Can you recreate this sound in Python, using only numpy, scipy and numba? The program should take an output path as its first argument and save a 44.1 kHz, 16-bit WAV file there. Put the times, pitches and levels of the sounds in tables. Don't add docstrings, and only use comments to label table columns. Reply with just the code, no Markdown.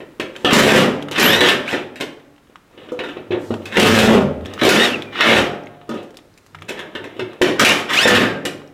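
import sys
import numpy as np
from scipy import signal
from scipy.fft import rfft, irfft
from scipy.io import wavfile
from scipy.ndimage import uniform_filter1d, minimum_filter1d
from numba import njit

SR = 44100
rng = np.random.default_rng(int(sys.argv[2]) if len(sys.argv) > 2 else 0)


def store_wav(level_fs):
    pcm = np.round(np.clip(np.atleast_2d(level_fs), -1, 1) * 32767)
    wavfile.write(sys.argv[1], SR, pcm.T.astype(np.int16))


def voltage_ratio(decibels):
    exponent = np.asarray(decibels, float) / 20
    return 10 ** exponent


N = 384993
TEETH = 16

# (trigger [s], bit bites [s], let go [s], grind [dB], rattle minus grind [dB])
TRIGGER_PULLS = [(0.49, 0.528, 0.78, -7, 3), (1.119, 1.177, 1.347, -12.5, -2),
                 (1.403, 1.412, 1.477, -12, -2.5), (1.66, 1.674, 1.732, -23.5, -12),
                 (3.7, 3.781, 4.07, -13, 4.5), (4.072, 4.075, 4.153, -18.5, 10),
                 (4.586, 4.625, 4.85, -13.5, -4), (5.113, 5.206, 5.378, -11, -0.5),
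                 (7.594, 7.607, 8.3, -11, 5.5), (7.651, 7.654, 7.77, -25.5, -6),
                 (7.88, 7.915, 8.052, -15, -8.5), (8.054, 8.048, 8.224, -13, 0)]
# (frequency [Hz], level [dB])
GRIND_TONE = [(410, -41), (700, -2.5), (825, -6), (1430, -0.5), (1670, 0), (2930, -1.5), (3850, -6),
              (4500, -24.5), (5500, -24), (7150, -39.5), (12100, -120)]
# (frequency [Hz], level [dB])
HISS_TONE = [(2350, -37.5), (4000, -1.5), (4650, -2.5), (7570, -6), (9060, -11), (12700, -14), (15000, -22),
             (16000, -31)]
# (frequency [Hz], level [dB])
THUD_TONE = [(15, -37), (25, -34), (107, -12), (162, -4.5), (226, -2), (346, 4.5), (446, 0), (514, 1),
             (684, -6), (1100, -14), (1430, -9.5), (2420, -120)]


def level(x, db=0):
    return x * voltage_ratio(db) / np.sqrt(np.mean(x ** 2))


def colour(x, points):
    hz, db = np.transpose(points)
    bins_hz = np.arange(2049) * SR / 4096
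    log_gain = np.interp(np.log(bins_hz + 1), np.log(hz), db) * np.log(10) / 20
    cepstrum = irfft(log_gain)
    cepstrum[1:2048] *= 2
    cepstrum[2049:] = 0
    taps = irfft(np.exp(rfft(cepstrum)))
    taps = taps / np.sqrt(np.sum(taps ** 2))
    return signal.fftconvolve(x, taps)[:len(x)]


def walk(rate):
    k = int(SR / rate)
    steps = np.repeat(rng.standard_normal(N // k + 1), k)
    return uniform_filter1d(uniform_filter1d(steps, k), k)[:N]


def holds(start, end, db, rise_db_s, fall_db_s):
    t = np.arange(N) / SR
    start, end, db = (np.reshape(v, (-1, 1)) for v in (start, end, db))
    rise = rise_db_s * np.clip(start - t, 0, None)
    fall = fall_db_s * np.clip(t - end, 0, None)
    return db - rise - fall


def strikes(times, db):
    out = np.zeros(N)
    out[(times * SR).astype(int)] = voltage_ratio(db)
    return out


def bursts(times, db, decay, size=1500):
    out, t = np.zeros(N + size), np.arange(size) / SR
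    noise = rng.standard_normal((len(times), size)) * np.exp(-t / decay)
    noise /= np.sqrt(np.sum(noise ** 2, axis=1, keepdims=True))
    for s, gain, row in zip(times, voltage_ratio(db), noise):
        start = int(s * SR)
        out[start:start + size] += gain * row
    return out[:N]


def rings(times, db, hz, shape, sag=0):
    out, t = np.zeros(N + len(shape)), np.arange(len(shape)) / SR
    for s, gain, f in zip(times, voltage_ratio(db), hz):
        start = int(s * SR)
        out[start:start + len(t)] += gain * np.sin(2 * np.pi * f * (t - sag * t ** 2)) * shape
    return out[:N]


def room_tone():
    # (frequency [Hz], level [dB])
    room_air = [(15, -46), (25, 0.5), (285, 2), (754, -9), (1130, -7), (1290, -7), (3720, -17), (4490, -21),
                (14400, -28.5), (16000, -28)]
    air = colour(rng.standard_normal(N), room_air)
    return level(air * voltage_ratio(2.0 * walk(1.5)), -52.5)


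def knocks(lag=.003):
    # (time [s], thud [dB], clank minus thud [dB], crack minus thud [dB])
    resting = [(0.001, -22, -16, -37), (0.196, -12.5, -6, -22), (0.445, 1, -4.5, -25), (1.11, -17, -7, -12),
               (1.955, -41, 10.5, -1), (1.999, -22, -6.5, -18), (2.006, -14, -5.5, -15.5),
               (2.495, -39.5, -15, -31), (2.733, -41.5, -18, -42), (2.774, -29.5, -9.5, -40),
               (2.885, -28.5, -8, -38), (2.918, -17.5, -38, -29.5), (2.988, -16.5, -4, -30),
               (3.035, -24, -1.5, -24), (3.054, -31, -8, -28), (3.085, -26, -2, -25),
               (3.167, -18, -17, -51), (3.306, -14.5, -13.5, -46), (3.316, -11.5, -14, -41),
               (3.343, -12.5, -21, -50), (3.438, -26, -19, -45), (3.504, -9.5, -25, -49),
               (3.653, -34.5, 7.5, -3), (5.89, -16, -15, -23.5), (5.911, -17, -17, -45),
               (5.94, -16.5, -21, -31), (5.97, -25.5, -9.5, -35), (6.027, -34, -26, -17),
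               (6.68, -43, 9, -6), (6.685, -26, -1, -11), (6.69, -17.5, -7.5, -15.5), (6.771, -33, 3, -25),
               (6.78, -33, -3, -28), (6.789, -25.5, 0.5, -16), (6.949, -18.5, -4.5, -25),
               (7.039, -21.5, -8.5, -25), (7.164, -28.5, -15, -29), (7.192, -14, -7, -28.5),
               (7.414, 3.5, -8.5, -17), (8.45, -11.5, -6, -12.5)]
    # (time [s], thud [dB], clank minus thud [dB], crack minus thud [dB])
    turning = [(0.53, -12, 14, 7.5), (0.584, -8, 0, -5), (1.195, -7, -2, -4.5), (1.405, -2.5, -4.5, -16),
               (1.486, -15.5, 5.5, -7.5), (1.727, -8, -10.5, -39), (1.738, -22.5, -2, -29),
               (1.763, -21, -5, -35), (1.775, -25.5, -16, -36), (1.788, -31, -18.5, -45),
               (3.731, -34, -5, -33), (3.753, -19, 0.5, -28), (3.767, -3.5, -7, -23), (3.783, -25, -7, -19),
               (3.796, -9.5, 4.5, -3), (3.81, -16, -2.5, -12), (3.826, -2, -11, -17),
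               (4.618, -1.5, -22.5, -46), (4.649, 8, -11.5, -20), (4.675, -2, -14, -20),
               (4.688, -4.5, 3, -1.5), (5.205, -9, 13.5, -7.5), (7.593, -4.5, 3, -3.5),
               (7.621, -24, -12, -8), (7.646, -5, 5.5, -1), (7.687, -10, 3.5, -5.5),
               (7.903, -25.5, 6.5, -9), (8.054, -3, -4.5, -32), (8.075, -11, 8.5, -0.5),
               (8.148, -11.5, 8, -4.5), (8.181, -0.5, -18, -21)]
    s, db, clank_db, crack_db = np.transpose(np.concatenate([resting, turning]))
    late = s + lag
    clank_db, crack_db = db + clank_db, db + crack_db
    thud = colour(strikes(s + 0.00088, db + 20.5), THUD_TONE)
    clank = strikes(late, clank_db + 14.5) + bursts(late, clank_db + 23.0, 0.0044)
    crack = strikes(late, crack_db + 22.0) + bursts(late, crack_db + 14.5, 0.0022)
    return colour(clank, GRIND_TONE) + colour(crack, HISS_TONE), thud


def panel_modes(split=0.0259, twin_db=-3.5):
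    # (frequency [Hz], level [dB], time to fall 60 dB [s])
    bending = [(80, -23, 0.74), (103, -5, 1.8), (149.4, -3.5, 1.4), (221, -11.5, 0.31), (250, -5.5, 1.13),
               (290, -2.5, 1.18), (321, -7.5, 0.62), (381.6, -3, 0.73), (442, -2, 0.82), (505, 4.5, 0.37),
               (562.4, -1, 0.83), (611.6, -1, 0.95), (706, -15.5, 1.9), (820, -12.5, 1.67), (900, -20, 1.7),
               (1260, -11.5, 1.1), (1570, -17.5, 0.88), (2580, -15, 0.47)]
    t, out = np.arange(SR) / SR, 0
    apart = 1 + split * rng.uniform(-1.01, 1, len(bending))
    for (hz, db, t60), k in zip(bending, apart):
        pair = np.sin(2 * np.pi * hz * t) + voltage_ratio(twin_db) * np.sin(2 * np.pi * hz * k * t)
        out = out + voltage_ratio(db) * pair * np.exp(-np.log(1000) * t / t60)
    return level(out) / np.sqrt(SR)


def diffuse_ring(build=0.00019, early_db=6.5, early_share=0.31):
    # (frequency [Hz], time to fall 60 dB [s])
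    fading = [(60, 1), (160, 0.96), (420, 0.99), (1100, 0.68), (2900, 0.49), (6000, 0.42), (14000, 0.34)]
    t, hz = np.arange(SR) / SR, np.arange(SR // 2 + 1) + 1.
    fade_hz, fade_s = np.transpose(fading)
    spectrum, out = rfft(rng.standard_normal(SR)), 0
    for centre in 30 * 2 ** np.arange(0, 9.3, .5):
        share = np.clip(1 - 2 * np.abs(np.log2(hz / centre)), 0, 1)
        t60 = np.interp(np.log(centre), np.log(fade_hz), fade_s)
        tail = np.exp(-np.log(1000) * t / t60)
        early = voltage_ratio(early_db) * tail ** (1 / early_share)
        out = out + irfft(spectrum * share, SR) * (tail + early) / np.sqrt(t60)
    return level(out * (1 - np.exp(-t / build))) / np.sqrt(SR)


def notes(t60=0.39, sag=0.1):
    # (time [s], level [dB], frequency [Hz])
    sung = [(0.197, -16, 533), (2.007, -24, 256.4), (2.92, -16, 498), (2.988, -18.5, 517.5),
            (3.169, -28, 370), (3.306, -7, 360.2), (3.504, -13.5, 232), (4.9, -22, 2640), (5.0, -35, 2490),
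            (5.07, -32, 2400), (8.291, -17, 1620), (5.892, -15.5, 228.2), (5.895, -24, 1260),
            (6.951, -26, 369), (7.195, -14, 375), (7.413, 2.5, 367), (8.055, 1.5, 500.2),
            (8.452, -14, 368.5)]
    s, db, hz = np.transpose(sung)
    t = np.arange(SR) / SR
    shape = np.exp(-np.log(1000) * t / t60) * (1 - np.exp(-t / 0.0006))
    return rings(s, db - 7.5, hz, shape, sag) * voltage_ratio(5.5 * walk(70))


def ticks(ring_s=0.0011):
    # (time [s], level [dB], centre frequency [Hz], top minus level [dB])
    small_parts = [(0.3544, -26, 1530, -29), (0.3628, -21, 3120, -14), (1.0246, -20.5, 3280, -14),
                   (1.085, -18.5, 1275, -19), (2.199, -40, 2000, -24), (2.38, -37.5, 1190, -28),
                   (2.471, -45, 1280, -16), (2.557, -28, 1170, -21), (3.54, -18, 970, -18),
                   (3.6215, -39, 1111, -15), (4.45, -31, 2480, -14), (4.4578, -22, 3345, -12.5),
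                   (4.5367, -27, 3700, -3), (4.578, -21, 1250, -28), (4.594, -34, 3260, -25),
                   (5.022, -18, 3430, -17), (5.156, -17.5, 1260, -33), (5.67, -29, 2200, -21),
                   (5.8144, -36.5, 1260, -32), (6.106, -41, 980, -6), (6.143, -38, 1050, -10),
                   (6.17, -30, 3620, -3), (6.188, -34, 2090, -29), (6.3758, -39.5, 2370, -0.5),
                   (6.4632, -40, 1300, -4), (6.547, -27, 1300, -20), (6.55, -24, 1290, -21),
                   (6.587, -34, 2180, -18), (6.621, -23, 1222, -17), (7.3323, -32, 1260, -13),
                   (8.6171, -33, 1060, -24)]
    s, db, hz, top_db = np.transpose(small_parts)
    t = np.arange(800) / SR
    ring = rings(s, db + 5.5, hz, np.exp(-t / ring_s) * (1 - np.exp(-t / 0.00045)))
    body = colour(bursts(s, db + 12.0, 0.004), GRIND_TONE)
    crack = colour(bursts(s, db + top_db + 15.5, 0.0057), HISS_TONE)
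    return ring + body + crack


def rub():
    # (from [s], to [s], body [dB], hiss [dB])
    slides = [(0.36, 0.45, -27, -45), (2.176, 2.7, -64.5, -64), (2.716, 2.777, -42, -69),
              (2.784, 3.004, -36.5, -58), (3.035, 3.087, -24.5, -49), (3.324, 3.372, -35, -59),
              (3.41, 3.506, -48, -41.5), (3.612, 3.686, -33, -49), (4.462, 4.58, -26.5, -52),
              (5.652, 5.804, -45, -71), (5.91, 5.982, -28.5, -52), (6.2, 6.506, -60, -58),
              (6.572, 6.66, -35.5, -66), (6.71, 6.78, -24, -59), (6.85, 7.356, -34, -69)]
    start, end, body_db, airy_db = np.transpose(slides)
    rise_db_s, fall_db_s = 302, 130
    db = holds(start, end, body_db, rise_db_s, fall_db_s).max(axis=0)
    hiss_db = holds(start, end, airy_db, rise_db_s, fall_db_s).max(axis=0)
    jerks_db = 3. * rng.exponential(size=N) + 4. * walk(25)
    slips = level(rng.standard_normal(N) * voltage_ratio(jerks_db))
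    body = colour(slips, THUD_TONE) + voltage_ratio(-5.0) * colour(slips, GRIND_TONE)
    hiss = colour(rng.standard_normal(N), HISS_TONE)
    return voltage_ratio(db - 10.5) * body + voltage_ratio(hiss_db - 10.0) * hiss


def motor():
    # (starts [s], run-up [s], top tooth rate [Hz], power off [s])
    runs = [(0.4, .18, 1153, .82), (1.1, 0.31, 1975, 1.5), (1.1, 0.31, 1975, 1.44),
            (1.645, .09, 1950, 1.74), (3.67, .2, 1778, 4.16), (3.67, .2, 1780, 4.15),
            (4.52, .34, 1880, 4.855), (5.08, .2, 1800, 5.36), (7.5, .1, 783, 7.65),
            (7.635, 0.07, 1400, 7.72), (7.89, .2, 1930, 8.16), (7.89, .2, 1930, 8.06)]
    creep, coast_s = .1, .26
    t = np.arange(N) / SR
    pull = np.searchsorted(np.array(TRIGGER_PULLS)[:, 0], t + .01) - 1
    pull = np.clip(pull, 0, None)
    start, run_up, top_hz, off = np.array(runs)[pull].T
    share = np.sin(np.pi / 2 * np.clip((t - start) / run_up, creep, 1))
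    coast = np.exp(-np.clip(t - off, 0, None) / coast_s)
    return pull, top_hz * share * coast


def drill(edge=0.013):
    brush_db = [-10.5, -11, -15.5, -13, -8.5, -13, -11.5, -16, -10, -9, -10, -18.5]
    # (frequency [Hz], level [dB])
    drum_tone = [(130, -30), (200, -3), (270, 0), (330, -2), (430, -20), (800, -90)]
    drum_db = [-2, -12, -12, -12, -4, -2, -5, -16, -8, -8, -14, -2]
    free_db, free_rattle_db, free_hiss_db = -3.5, -11, -8.5
    squeeze_db_s, sag_db_s = 200, 7.5
    stop_db_s, rattle_stop_db_s = 266, 105
    blow = 13.2

    t = np.arange(N) / SR
    pull, hz = motor()
    trigger, bite, stop, load_db, shake_db = np.array(TRIGGER_PULLS)[pull].T
    on = np.clip((t - trigger + edge) / (edge + 0.12 * np.abs(bite - trigger)), 0, 1)
    free = t < bite
    after = np.clip(t - stop, 0, None)
    held_db = load_db + free_db * free + 1.2 * walk(30)
    held_db = held_db - squeeze_db_s * np.clip(bite - t, 0, None) - sag_db_s * np.clip(t - bite, 0, None)
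    grind_db = held_db - stop_db_s * after
    rattle_db = held_db + shake_db + free_rattle_db * free - rattle_stop_db_s * after + 2. * walk(25)
    hiss_db = np.array(brush_db)[pull] + free_hiss_db * free + 1.0 * walk(30)

    turns = np.cumsum(hz) / SR / TEETH
    blows = np.flatnonzero(np.diff(np.floor(turns + .05 * walk(120))) > 0)
    train = np.zeros(N)
    train[blows] = voltage_ratio(2. * rng.standard_normal(len(blows))) * blow
    shake = train + 0.55 * rng.standard_normal(N)
    drumming = voltage_ratio(np.array(drum_db)[pull]) * colour(shake, drum_tone)
    rattle = colour(shake, THUD_TONE) + drumming

    beat = voltage_ratio(5.44 * np.cos(2 * np.pi * turns) + 0.77 * walk(50))
    chatter = level(rng.standard_normal(N) * voltage_ratio(3.48 * rng.exponential(size=N)))
    grit = chatter + train * voltage_ratio(-8.)
    air = colour(grit, GRIND_TONE) + colour(grit, HISS_TONE) * voltage_ratio(hiss_db - 0.5)
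    return on * voltage_ratio(grind_db - 6.5) * beat * air, on * voltage_ratio(rattle_db - 2.0) * rattle


def boom():
    # (from [s], to [s], frequency [Hz], level [dB])
    walls = [(0.6, 0.812, 116.6, -23.5), (3.317, 3.37, 108, -33), (3.522, 3.54, 110.3, -27),
             (3.608, 3.697, 98.4, -37.5), (3.855, 4.009, 110.4, -17.5), (4.01, 4.44, 80, -30.5),
             (4.024, 4.296, 142, -24), (4.46, 4.538, 98, -34), (5.348, 5.424, 112.3, -27),
             (5.356, 5.43, 66.5, -33), (6.567, 6.613, 97.4, -41), (6.56, 6.617, 160, -42),
             (6.963, 7.05, 104, -45), (7.207, 7.232, 106, -34), (8.148, 8.221, 105, -22)]
    start, end, wall_hz, wall_db = np.transpose(walls)
    rows = holds(start, end, wall_db, rise_db_s=393, fall_db_s=161)
    sway = 2 * np.pi * np.cumsum(1 + 0.0875 * walk(30)) / SR
    tones = sum(voltage_ratio(db) * np.sin(hz * sway) for db, hz in zip(rows, wall_hz))
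    return voltage_ratio(1.7 * walk(27) - 1.5) * tones


def chinks(ring_s=0.00091):
    # (time [s], level [dB], ring frequency [Hz])
    loose_screws = [(1.018, -34, 3010), (2.363, -43, 2800), (2.712, -44, 900), (4.41, -37, 3220),
                    (4.466, -32, 5430), (4.5, -37, 2800), (5.637, -42, 5600), (5.66, -42, 6450),
                    (6.156, -43.5, 3980), (6.34, -45, 5000), (6.385, -39, 2600), (6.47, -46.5, 6200),
                    (6.612, -44, 6270), (6.652, -46, 7000), (6.797, -39, 3000), (8.58, -43, 4400),
                    (8.676, -40, 5500)]
    s, db, hz = np.transpose(loose_screws)
    ring = rings(s, db, hz, np.exp(-np.arange(800) / SR / ring_s))
    return ring + colour(bursts(s, db + 1.0, 0.003), HISS_TONE)


def whine():
    # (from [s], to [s], second multiple [dB], tilt per higher multiple [dB])
    clear_runs = [(1.19, 1.215, -26, -4), (1.23, 1.36, -20, -12), (1.37, 1.48, -24, -12),
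                  (1.683, 1.69, -24, -20), (1.712, 1.72, -36, -20), (4.77, 4.8, -25, -12),
                  (4.81, 4.855, -20.5, -16), (4.87, 4.96, -30, -20), (5.17, 5.195, -35, -9),
                  (7.6, 7.65, -21, -9), (7.675, 7.71, -18, -18), (7.925, 7.96, -25, -3),
                  (7.972, 7.992, -14, -7), (8.0, 8.055, -19, -6), (8.07, 8.09, -21, -3)]
    # (frequency [Hz], level [dB])
    housing = [(1000, -9), (1600, -1), (2200, 0), (4200, 0), (6000, -3), (9000, -10)]
    start, end, clear_db, tilts = np.transpose(clear_runs)
    rows = holds(start, end, clear_db, rise_db_s=688, fall_db_s=688)
    db, tilt_db = rows.max(axis=0), tilts[rows.argmax(axis=0)]
    hz = motor()[1]
    turns = np.cumsum(hz * (1 + .024 * walk(300) + .012 * walk(60))) / SR
    shares = [40 * np.log10(hz / 1950)] + [tilt_db * k ** .8 for k in range(5)]
    out = 0
    for k, share in enumerate(shares):
        body_db = np.interp((k + 1) * hz, *np.transpose(housing))
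        flutter_db = 4 * walk(140) + 2 * walk(500) + 4 * np.cos(2 * np.pi * turns / TEETH + k)
        out = out + voltage_ratio(share + body_db + flutter_db) * np.sin(2 * np.pi * (k + 1) * turns)
    return voltage_ratio(db + 2.0) * out


def squeal(edge=0.0063):
    # (time [s], frequency [Hz], level [dB])
    bearing = [
        (1.21, 13100, -62),
        (1.23, 12100, -22),
        (1.265, 11840, -23),
        (1.29, 11900, -34),
        (1.4, 11600, -63),
    ]
    t = np.arange(N) / SR
    s, hz, db = np.transpose(bearing)
    on = np.clip(np.minimum(t - s[0], s[-1] - t) / edge + 1, 0, 1)
    pitch_hz = np.interp(t, s, hz) * (1 + .025 * walk(300))
    gain = voltage_ratio(np.interp(t, s, db) + 6.0 * walk(150))
    return on * gain * np.sin(2 * np.pi * np.cumsum(pitch_hz) / SR)


def switching():
    # (from [s], to [s], level [dB])
    half_pressed = [
        (3.63, 3.76, -65),
        (4.53, 4.62, -63),
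        (5.13, 5.2, -65),
    ]
    db = holds(*np.transpose(half_pressed), 600., 600.).max(axis=0)
    return voltage_ratio(db) * np.sin(2 * np.pi * 15450 * np.arange(N) / SR)


def scene():
    clank, thud = knocks()
    air, rattle = drill()
    sheet = rattle + thud + rub()
    steel = air + clank + squeal()
    small, gears = ticks() + chinks(), whine()
    push = sheet + voltage_ratio(-9.0) * thud + voltage_ratio(9.0) * steel
    modes = signal.fftconvolve(push, panel_modes())[:N]
    send = voltage_ratio(-1.5) * (sheet - 0.31 * rattle) + voltage_ratio(1.0) * steel + voltage_ratio(-10.5) * small + voltage_ratio(-36.0) * gears
    place = 2 * np.pi * np.arange(N) / SR * 3.0
    wet = 0
    for share in (np.cos(place), np.sin(place)):
        wet = wet + signal.fftconvolve(send * share, diffuse_ring())[:N]
    straight = voltage_ratio(-11.5) * sheet + voltage_ratio(-4.5) * rattle + voltage_ratio(-4.5) * steel + small + gears
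    straight = straight + boom() + notes() + switching()
    return (straight + wet + voltage_ratio(-24.0) * modes + room_tone())[None]


@njit
def limiter(x, top, ratio, release):
    gain, held = np.empty(len(x)), 0.
    for i in range(len(x)):
        held = max(x[i], held * release)
        gain[i] = min(1., (top / (held + 1e-9)) ** (1 - 1 / ratio))
    return gain


def low_pass(x):
    return signal.sosfilt(signal.butter(12, 16660, fs=SR, output="sos"), x)


def record(dry):
    peak = -minimum_filter1d(-np.abs(dry[0]), size=89)
    release = np.exp(-1 / (0.053 * SR))
    gain = uniform_filter1d(limiter(peak, 0.84, 29.0, release), size=45)
    treble_edge = signal.ellip(8, .2, 45, 15800, fs=SR, output="sos")
    mix = signal.sosfilt(treble_edge, dry * gain)
    return low_pass(mix)


dry = scene()
out = record(dry)
store_wav(out)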